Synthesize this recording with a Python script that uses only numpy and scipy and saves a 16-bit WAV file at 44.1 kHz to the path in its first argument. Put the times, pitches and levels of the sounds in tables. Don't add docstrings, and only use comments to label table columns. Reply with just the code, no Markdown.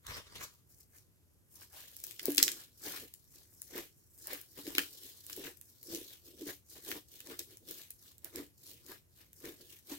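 import sys
import numpy as np
from scipy import signal
from scipy.fft import rfft, irfft
from scipy.io import wavfile
from scipy.ndimage import uniform_filter1d

SR = 44100
rng = np.random.default_rng(int(sys.argv[2]) if len(sys.argv) > 2 else 0)


def store_wav(level_fs):
    pcm = np.round(np.clip(np.atleast_2d(level_fs), -1, 1) * 32767)
    wavfile.write(sys.argv[1], SR, pcm.T.astype(np.int16))


N = 440114

# freq_hz, level_db_per_hz (relative)
AIR_COLOUR = [(10, -32), (28, -22.5), (62, -1), (92, 1.5), (190, -11), (380, -14.5), (750, -26.5),
              (4000, -33), (13000, -25.5), (16000, -38)]
# freq_hz, t60_s
ROOM_DECAY = [(250, 0.25), (1800, 0.17), (8000, 0.27)]
# freq_hz, level_db_per_hz (relative)
THUD_COLOUR = [(15, -14), (40, -9), (75, 3), (130, -10), (300, -26), (1000, -70)]
# freq_hz, level_db_per_hz (relative)
SCUFF_COLOUR = [(25, -21), (80, 1), (230, -11.5), (500, -4), (750, -10.5), (1150, 1.5), (1500, -6),
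                (3000, -4.5), (4500, -7), (16000, -17.5)]
# freq_hz, level_db_per_hz (relative)
SLIDE_COLOUR = [(2500, -6), (8000, -4), (10000, -3.5), (13000, 1.5), (16000, -0.3)]
# freq_hz, level_db_per_hz (relative)
SQUISH_COLOUR = [(120, -19), (600, -2), (850, -4), (1150, -5), (1900, -4), (2700, -7.5), (4000, -13.5),
                 (16000, -23.5)]
# freq_hz, level_db_per_hz (relative)
HOLLOW_COLOUR = [(40, -18), (210, -12.5), (290, -2.5), (335, 2.5), (400, -3.5), (500, -7.5), (850, -32.5),
                 (2000, -65.5)]
# freq_hz, level_db_per_hz (relative)
SNAP_COLOUR = [(100, -32), (400, -3.5), (750, -15), (1250, -14), (1800, -5.5), (4000, -8.5), (9000, -11),
               (16000, -7.5)]

# peak_s, rise_s, fall_s, scuff_db, thud_db (before the stereo tilt)
SHOVES = [(0.103, 0.029, 0.042, -43.5, -52), (0.176, 0.051, 0.026, -44, -70), (.27, .05, 0.076, -60.5, -73),
          (.37, 0.043, 0.077, -50, -78), (.425, 0.023, 0.023, -42.5, -78)]
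# start_s, peak_db (before the bass cut and layer trim), settled_pitch_hz, swelling_s
PLOPS = [(2.2822, -12, 344, 0.0018), (2.382, -23, 301, 0.0057), (3.755, -28.5, 359, 0.00061),
         (4.328, -31, 490, 0.0011), (4.588, -33, 290, 0.0015), (4.675, -26, 291, 0.0014),
         (4.751, -29.5, 297, 0.00089), (4.782, -21.5, 297, 0.00073), (5.376, -31, 351, 0.0016),
         (5.398, -32.5, 384, 0.0025), (5.935, -28, 321, 0.0017), (6.415, -26.5, 317.4, 0.0049),
         (6.467, -28, 299, 0.0021), (6.886, -32.5, 373, 0.0024), (6.966, -42, 310, 0.0032),
         (8.372, -36.5, 350, 0.0027), (8.392, -29.5, 284, 0.0027), (9.453, -41, 383, 0.0025),
         (9.915, -27, 292, 0.0054)]
# burst_s, level_db (rms over 20 ms), tearing_s, pitch_hz, left_minus_right_db (added to the chance spread)
POPS = [(0.0678, -48.5, 0.0018, 4640, -2), (.985, -64, 0.00095, 6200, 0), (1.967, -50, 0.00032, 9400, -1),
        (2.002, -54, 0.0014, 9000, 0), (2.0397, -41, 0.0022, 9000, 2), (2.068, -46.5, 0.00036, 13200, 5),
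        (2.111, -48.5, 0.00049, 6840, 15), (2.1953, -44, 0.0019, 3160, -1.5),
        (2.231, -47, 0.0011, 13000, 0), (2.2567, -29.5, 0.00011, 10700, 10),
        (2.3047, -41.5, 0.0014, 12400, -4), (2.3197, -39, .0008, 13000, 2), (2.348, -42, 0.0017, 9000, 0),
        (2.3608, -46.5, 0.000042, 10400, 11), (2.372, -39, 0.00021, 9800, 17),
        (2.3811, -23.5, 0.0021, 4180, 0.5), (2.4004, -38, 0.002, 1690, 2),
        (2.4284, -20.5, 0.001, 6300, -1.5), (2.4349, -36, .0014, 6400, 12),
        (2.4804, -32, 0.00047, 3070, -1), (2.5175, -40.5, 0.0021, 7340, 4),
        (3.1393, -50.5, 0.0013, 8600, 4.5), (3.619, -44, 0.00043, 11130, 8), (3.78, -42, 0.0009, 13040, -3),
        (4.2715, -42.5, 0.00087, 12600, 0), (4.333, -39.5, 0.0014, 13500, -1),
        (4.4143, -49, 0.0015, 13000, 2), (4.668, -50, 0.00079, 2500, 2), (4.7514, -40, 0.0019, 3650, 3),
        (4.7829, -26, 0.001, 1450, 3.5), (5.266, -50, 0.001, 11100, -4), (5.2986, -50.5, 0.0017, 1580, 4),
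        (5.301, -50, .0006, 13500, 0), (5.33, -45.5, 0.0015, 5870, -1), (5.365, -45.5, 0.0013, 14000, 7),
        (5.5723, -56.5, 0.0021, 12300, 12), (5.6133, -50.5, 0.00081, 9800, -1),
        (5.8303, -50.5, 0.001, 13400, 6), (5.9487, -42.5, 0.0019, 6460, 2),
        (6.89, -45.5, 0.00089, 14100, -7), (6.916, -41.5, 0.00053, 1400, 2),
        (7.2043, -48, 0.00066, 14200, 0), (7.2053, -56, 0.0011, 2600, 0), (7.272, -54.5, 0.0011, 6900, 2),
        (7.3931, -39.5, 0.0023, 5900, 3), (7.5717, -54.5, 0.00047, 11000, 4),
        (7.711, -42.5, 0.0014, 13900, 4), (7.906, -46, 0.0021, 11370, 0.5),
        (8.182, -57.5, 0.00045, 11000, -5), (8.246, -38, 0.00085, 14000, -4),
        (8.3592, -42, 0.00094, 8950, -7), (8.8645, -58, 0.0013, 6070, 4),
        (9.3317, -57.5, 0.00069, 12000, 2), (9.456, -53, .0008, 8960, 1), (9.789, -63, 0.0012, 7900, 7)]
# peak_s, rise_s, fall_s, sliding_db, squish_db, hollow_db (before the layer trims)
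SQUEEZES = [(.955, .03, 0.038, -75, -70, -77), (1.63, 0.051, 0.025, -60.5, -63.5, -75),
            (1.769, 0.034, 0.09, -52, -58, -73.5), (2.09, .035, 0.057, -52.5, -70, -63),
            (2.3, 0.058, 0.036, -45.5, -53, -46), (2.44, .06, 0.088, -52.5, -51, -48),
            (2.621, 0.06, 0.019, -52.5, -63.5, -84), (2.871, 0.034, 0.052, -42, -50.5, -48),
            (2.97, 0.084, 0.046, -46.5, -51.5, -55), (3.034, 0.016, 0.02, -60.5, -64.5, -49),
            (3.37, 0.039, .08, -70, -74, -73.5), (3.783, 0.047, 0.038, -46, -48.5, -44),
            (4.33, 0.042, 0.047, -46.5, -48, -52), (4.59, 0.019, 0.021, -47, -52.5, -48.5),
            (4.679, 0.037, 0.061, -47, -59.5, -47.5), (4.801, .04, 0.046, -45.5, -52, -48.5),
            (5.05, .035, 0.059, -50.5, -68.5, -58.5), (5.321, 0.044, 0.069, -50.5, -65, -60.5),
            (5.39, 0.017, 0.032, -51, -60, -47.5), (5.463, .04, 0.031, -48, -49, -46),
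            (5.94, 0.056, 0.069, -45.5, -61.5, -46), (6.135, 0.027, .022, -57.5, -66.5, -68),
            (6.279, .03, 0.034, -55.5, -73, -59.5), (6.345, 0.031, 0.012, -82, -95, -57.5),
            (6.418, .035, 0.021, -52.5, -61, -49), (6.49, .025, 0.026, -43, -51, -44),
            (6.771, 0.017, 0.026, -55, -60.5, -54.5), (6.911, .045, 0.031, -42.5, -53, -47.5),
            (6.971, 0.022, 0.013, -49.5, -54.5, -42.5), (7.17, 0.054, 0.045, -73, -89, -66),
            (7.321, 0.051, 0.027, -51, -54, -47.5), (7.407, 0.024, 0.022, -51.5, -65, -53.5),
            (7.521, 0.046, .03, -57, -70, -58), (7.63, 0.018, 0.043, -74, -93, -63),
            (7.702, .025, 0.045, -48.5, -61.5, -52), (7.79, .035, 0.05, -56, -64.5, -70.5),
            (8.258, 0.019, 0.035, -59, -60.5, -58.5), (8.387, 0.035, 0.037, -50.5, -52.5, -42),
            (8.71, 0.026, 0.076, -58.5, -82.5, -62), (8.918, .042, 0.028, -51.5, -57, -52),
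            (9.21, 0.0257, 0.033, -66.5, -66.5, -70), (9.465, 0.033, 0.048, -50.5, -54.5, -45),
            (9.61, 0.028, 0.052, -58.5, -73, -57), (9.926, .031, 0.031, -45.5, -52.5, -49)]
# peak_s, rise_s, fall_s, sliding_db (before the layer trim), gap_resonance_hz
RUBS = [(.433, .017, .015, -45, 4960), (.54, .05, .07, -68.5, 4570), (.72, 0.029, .03, -61, 5000),
        (0.809, 0.044, 0.027, -61, 5500), (.97, .05, 0.04, -61, 5490), (1.555, 0.047, 0.067, -58, 5200),
        (1.63, .03, 0.028, -55.5, 5100), (1.97, 0.15, 0.26, -58, 2987), (2.58, .06, 0.071, -57, 3940),
        (3.22, 0.12, 0.16, -70.5, 4000), (3.353, 0.053, 0.091, -58.5, 4760), (3.65, 0.19, .06, -60.5, 3920),
        (4., .08, .08, -68.5, 5340), (4.25, .1, .11, -54, 4260), (4.52, 0.045, .05, -60, 4800),
        (4.949, .1, 0.12, -53.5, 3680), (5.2, 0.14, .12, -58, 3880), (5.7, .15, .15, -63.5, 4690),
        (6.11, 0.12, .07, -55, 3520), (6.719, .035, .05, -52.5, 4070), (7.148, .055, .12, -55, 2780),
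        (7.8, 0.067, 0.054, -51, 2794), (8.07, .08, 0.06, -56.5, 3390), (8.69, .07, 0.037, -52, 3100),
        (9.19, 0.055, .09, -62.5, 2860), (9.38, 0.034, 0.079, -60.5, 5100), (9.718, .055, .06, -53.5, 2640)]

AIR_DB = -68.5
MIC_LAG_S = .00016
BAND_EDGE_HZ = 16100
CONTROL_HZ = 1000
STROKE_DB, RISE_CURVE, FALL_CURVE = -9.5, 1.385, 1.184
SKIN_FOLLOW = 0.63
RUB_SQUISH_DB, RUB_HOLLOW_DB = -20.5, -16
HOLD_DB = -82.5
SQUEEZE_GAP_HZ, GAP_OCTAVES_PER_S = 3100, 7
GAP_RANGE_OCTAVES = 0.62


def gain_of(db):
    return 10 ** (np.asarray(db) / 20)


def evened(x):
    return x / np.sqrt(np.mean(x ** 2) + 1e-20)


def read(points, hz):
    f, value = np.transpose(points)
    return np.interp(np.log(hz + 1), np.log(f + 1), value)


def add(mix, s, sound):
    part = mix[..., max(round(s * SR), 0):][..., :sound.shape[-1]]
    part += sound[..., :part.shape[-1]]


def coloured(x, points):
    gain = gain_of(read(points, np.fft.rfftfreq(N, 1 / SR)))
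    return evened(irfft(rfft(x) * gain, N))


def causal(db):
    log_gain = irfft(np.log(gain_of(db)))
    half = len(log_gain) // 2
    log_gain[1:half] *= 2
    log_gain[half + 1:] = 0
    return irfft(np.exp(rfft(log_gain)))


def microphones(near, scattered, apart):
    apart = np.clip(apart, 0, 1)
    delay = np.exp(-2j * np.pi * np.fft.rfftfreq(N, 1 / SR) * MIC_LAG_S)
    late = irfft(rfft(near) * delay, N)
    return np.sqrt(1 - apart) * np.array([near, late]) + np.sqrt(apart) * scattered


def air():
    shared, left, right = coloured(rng.standard_normal((3, N)), AIR_COLOUR)
    return gain_of(AIR_DB) * microphones(shared, np.array([left, right]), apart=0.63)


def room(x, wet_db=-6, wall_db=-11, wall_s=0.0087, bass_db=-7, treble_db=-3):
    noise = rng.standard_normal((2, SR // 2)) * (rng.random((2, SR // 2)) < .2)
    hz, t, z = signal.stft(noise, SR, nperseg=256)
    decay = gain_of(-60 * t / read(ROOM_DECAY, hz)[:, None])
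    tail = signal.istft(z * decay, SR, nperseg=256)[1]
    t = np.arange(tail.shape[1]) / SR
    tail *= np.clip(t / 0.00047 - .5, 0, 1)
    bounce = (t > wall_s) * np.exp(-abs(t - wall_s) / 0.0014) * rng.standard_normal(tail.shape)
    echo = gain_of(wet_db) * tail / np.linalg.norm(tail[0])
    echo += gain_of(wall_db) * bounce / np.linalg.norm(bounce[0])
    wet = signal.fftconvolve(x, echo, axes=1)[:, :N]
    tone = [(400, bass_db), (1500, 0.061), (7000, 0.0055), (15000, treble_db)]
    return irfft(rfft(wet) * gain_of(read(tone, np.fft.rfftfreq(N, 1 / SR))), N)


def since(peaks):
    return np.arange(0, N / SR, 1 / CONTROL_HZ) - peaks[:, None]


def grip_db(peaks, rise, fall):
    t = since(peaks)
    swell = np.maximum(-t / rise[:, None], 0)
    release = np.maximum(t / fall[:, None], 0)
    return STROKE_DB * (swell ** RISE_CURVE + release ** FALL_CURVE)


def together(*strokes_db):
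    strength = np.linalg.norm(gain_of(np.vstack(strokes_db)), axis=0)
    return np.interp(np.arange(N) / SR, np.arange(len(strength)) / CONTROL_HZ, strength)


def table():
    peaks, rise, fall, _, db = np.transpose(SHOVES)
    thud = coloured(rng.standard_normal(N), THUD_COLOUR)
    return together(db[:, None] + grip_db(peaks, rise, fall)) * thud


def friction(colour, slips_per_s, spread_db, grainy, judder_db, apart):
    sizes = gain_of(spread_db * np.minimum(rng.exponential(1, (3, N)), 5))
    sizes *= rng.choice([-1, 1], (3, N))
    slips = evened(sizes * (rng.random((3, N)) < slips_per_s / SR))
    grainy = np.clip(grainy, 0, 1)
    smooth = rng.standard_normal((3, N))
    rub = coloured(np.sqrt(grainy) * slips + np.sqrt(1 - grainy) * smooth, colour)
    judder_colour = [(5, -23), (25, 0.5), (110, -10.0), (400, -43.5), (2000, -105)]
    judder = coloured(rng.standard_normal(N), judder_colour)
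    return evened(microphones(rub[0], rub[1:], apart) * gain_of(judder_db * judder))


def creased(x, patchy_db):
    z = signal.stft(x, SR, nperseg=512, noverlap=384)[2]
    patches = rng.standard_normal(z.shape[1:])
    for _ in range(2):
        patches = uniform_filter1d(patches, size=6, axis=0)
        patches = uniform_filter1d(patches, size=11, axis=1)
    z = z * gain_of(patchy_db * evened(patches))
    return signal.istft(z, SR, nperseg=512, noverlap=384)[1][:, :N]


def drag():
    peaks, rise, fall, db, _ = np.transpose(SHOVES)
    scuff = friction(SCUFF_COLOUR, slips_per_s=640, spread_db=1.5, grainy=0.23, judder_db=2.5, apart=0.52)
    scuff = evened(creased(scuff, patchy_db=3))
    return together(db[:, None] + grip_db(peaks, rise, fall)) * scuff


def crackle(sliding):
    ticks_per_s, spread_db, level_db = 24, 4, -68
    work = evened(np.sqrt(sliding))
    sizes = gain_of(spread_db * np.minimum(rng.exponential(1, N), 3))
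    sizes *= rng.random(N) < work * ticks_per_s / SR
    ticks = coloured(sizes * work, [(1500, -17.5), (7000, -7.5), (16000, -1.0)])
    return gain_of(level_db) * np.array([ticks, np.roll(ticks, round(MIC_LAG_S * SR))])


def plops(faint_t60=0.091, palm_hz=291, palm_t60=0.21, palm_db=-12, sag=.22, sag_s=0.0045):
    out, t = np.zeros(N), np.arange(SR // 5) / SR
    for s, db, pitch, swelling in PLOPS:
        turns = np.cumsum(pitch * (1 + sag * np.exp(-t / sag_s))) / SR
        decay_db = -60 * t / faint_t60 * (1 + gain_of(db + 16))
        pocket = gain_of(decay_db) * np.sin(2 * np.pi * turns)
        palms = gain_of(palm_db - 60 * t / palm_t60) * np.sin(2 * np.pi * palm_hz * t)
        plop = (pocket + palms) * (1 - np.exp(-(t / swelling) ** 2))
        add(out, s, gain_of(db) * plop / abs(plop).max())
    out = signal.sosfilt(signal.butter(2, 210, "highpass", fs=SR, output="sos"), out)
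    return gain_of(-9.5) * np.array([out, out])


def pops(peak_db=8, octaves=0.85, skirt_db=4, crack=0.42, apart=1.0):
    out, t = np.zeros((2, N)), np.arange(-512, 512) / SR
    hz = np.fft.rfftfreq(512, 1 / SR)
    for s, db, tearing, pitch, pan_db in POPS:
        envelope = np.exp(np.where(t < 0, 2 * t, -t) / tearing)
        flurry = envelope * rng.standard_normal((3, len(t)))
        flurry /= np.linalg.norm(flurry, axis=1, keepdims=True)
        direct = flurry[0] + crack * np.exp(-tearing / 0.0005) * (t == 0)
        pair = np.array([direct, np.roll(direct, round(MIC_LAG_S * SR))]) + apart * flurry[1:]
        pocket_db = peak_db * np.exp(-.5 * (np.log2((hz + 1) / pitch) / octaves) ** 2)
        pocket_db -= skirt_db * np.clip(np.log2(pitch / (hz + 1)), 0, 3)
        ring = causal(read(SNAP_COLOUR, hz) + pocket_db)
        pop = signal.fftconvolve(pair, ring[None], axes=1)
        pop *= gain_of([[pan_db / 2], [-pan_db / 2]])
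        pop /= np.sqrt(np.sum(pop ** 2) / (2 * .02 * SR))
        add(out, s + t[0], gain_of(db) * pop)
    return out


def bubbles(count=30):
    per_s, cycles = 500, 3
    out, t = np.zeros((2, N)), np.arange(1500) / SR
    for hz in np.geomspace(1700, 5500, count):
        ring = np.exp(-t * hz / cycles) * np.sin(2 * np.pi * hz * t) / np.sqrt(hz)
        for when, left, right in rng.random((round(per_s / count * N / SR), 3)):
            add(out, when * N / SR, np.array([[left], [right]]) ** 2 * ring)
    return evened(out)


def through_gap(x, gap_hz, leak_db=-24):
    hz, t, z = signal.stft(x, SR, nperseg=512, noverlap=384)
    sharpness = 1.35
    ratio = hz[:, None] / np.interp(t, np.arange(len(gap_hz)) / CONTROL_HZ, gap_hz)
    gain = ratio ** 4 / ((1 - ratio ** 2) ** 2 + (ratio / sharpness) ** 2) + gain_of(leak_db)
    gain /= np.sqrt(np.mean(gain ** 2, axis=0))
    return signal.istft(z * gain, SR, nperseg=512, noverlap=384)[1][:, :N]


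def gap_resonance(peaks, peak_hz, skin_db):
    octaves = np.clip(-GAP_OCTAVES_PER_S * since(peaks), -GAP_RANGE_OCTAVES, GAP_RANGE_OCTAVES)
    power = gain_of(skin_db) ** 2 + 1e-30
    return np.average(peak_hz[:, None] * 2 ** octaves, axis=0, weights=power)


def hands():
    squeezed, rise, fall, skin_db, squish_db, hollow_db = np.transpose(SQUEEZES)
    grip = grip_db(squeezed, rise, fall)
    rubbed, rise, fall, rub_db, rub_gap_hz = np.transpose(RUBS)
    rub = rub_db[:, None] + grip_db(rubbed, rise, fall)
    skin = np.vstack([skin_db[:, None] + SKIN_FOLLOW * grip, rub])
    squeeze_gap_hz = np.full(len(squeezed), SQUEEZE_GAP_HZ)
    sliding = np.hypot(together(skin), gain_of(HOLD_DB))
    squishing = together(squish_db[:, None] + grip, rub + RUB_SQUISH_DB)
    cupping = together(hollow_db[:, None] + grip, rub + RUB_HOLLOW_DB)
    gap_hz = gap_resonance(np.r_[squeezed, rubbed], np.r_[squeeze_gap_hz, rub_gap_hz], skin)
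    return sliding, squishing, cupping, gap_hz


def kneading(sliding, squishing, cupping, gap_hz):
    slide = friction(SLIDE_COLOUR, slips_per_s=1100, spread_db=1.0, grainy=0.75, judder_db=2.5, apart=0.89)
    slide = evened(creased(through_gap(slide, gap_hz), patchy_db=1.8))
    squish = friction(SQUISH_COLOUR, slips_per_s=800, spread_db=2.0, grainy=0.27, judder_db=3.5, apart=.8)
    squish = evened(creased(squish, patchy_db=3.5))
    squish = .88 * squish + .47 * bubbles()
    hollow = friction(HOLLOW_COLOUR, slips_per_s=290, spread_db=2.5, grainy=.5, judder_db=0.2, apart=0.023)
    squish_tilt = gain_of([[1.2], [-1.2]])
    return (gain_of(0.5) * slide * sliding
            + gain_of(0.45) * squish * squishing * squish_tilt
            + gain_of(-2.5) * hollow * cupping)


def scene():
    sliding, squishing, cupping, gap_hz = hands()
    handling = drag() + kneading(sliding, squishing, cupping, gap_hz) + crackle(sliding)
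    handling_tilt = gain_of([[.5], [-.5]])
    slime = handling * handling_tilt + pops() + plops()
    return slime + room(slime) + air() + table()


def record(dry):
    low_pass = signal.firwin(255, BAND_EDGE_HZ, window=("kaiser", 8), fs=SR)
    return signal.oaconvolve(np.clip(dry, -1, 1), low_pass[None], "same")


dry = scene()
out = record(dry)
store_wav(out)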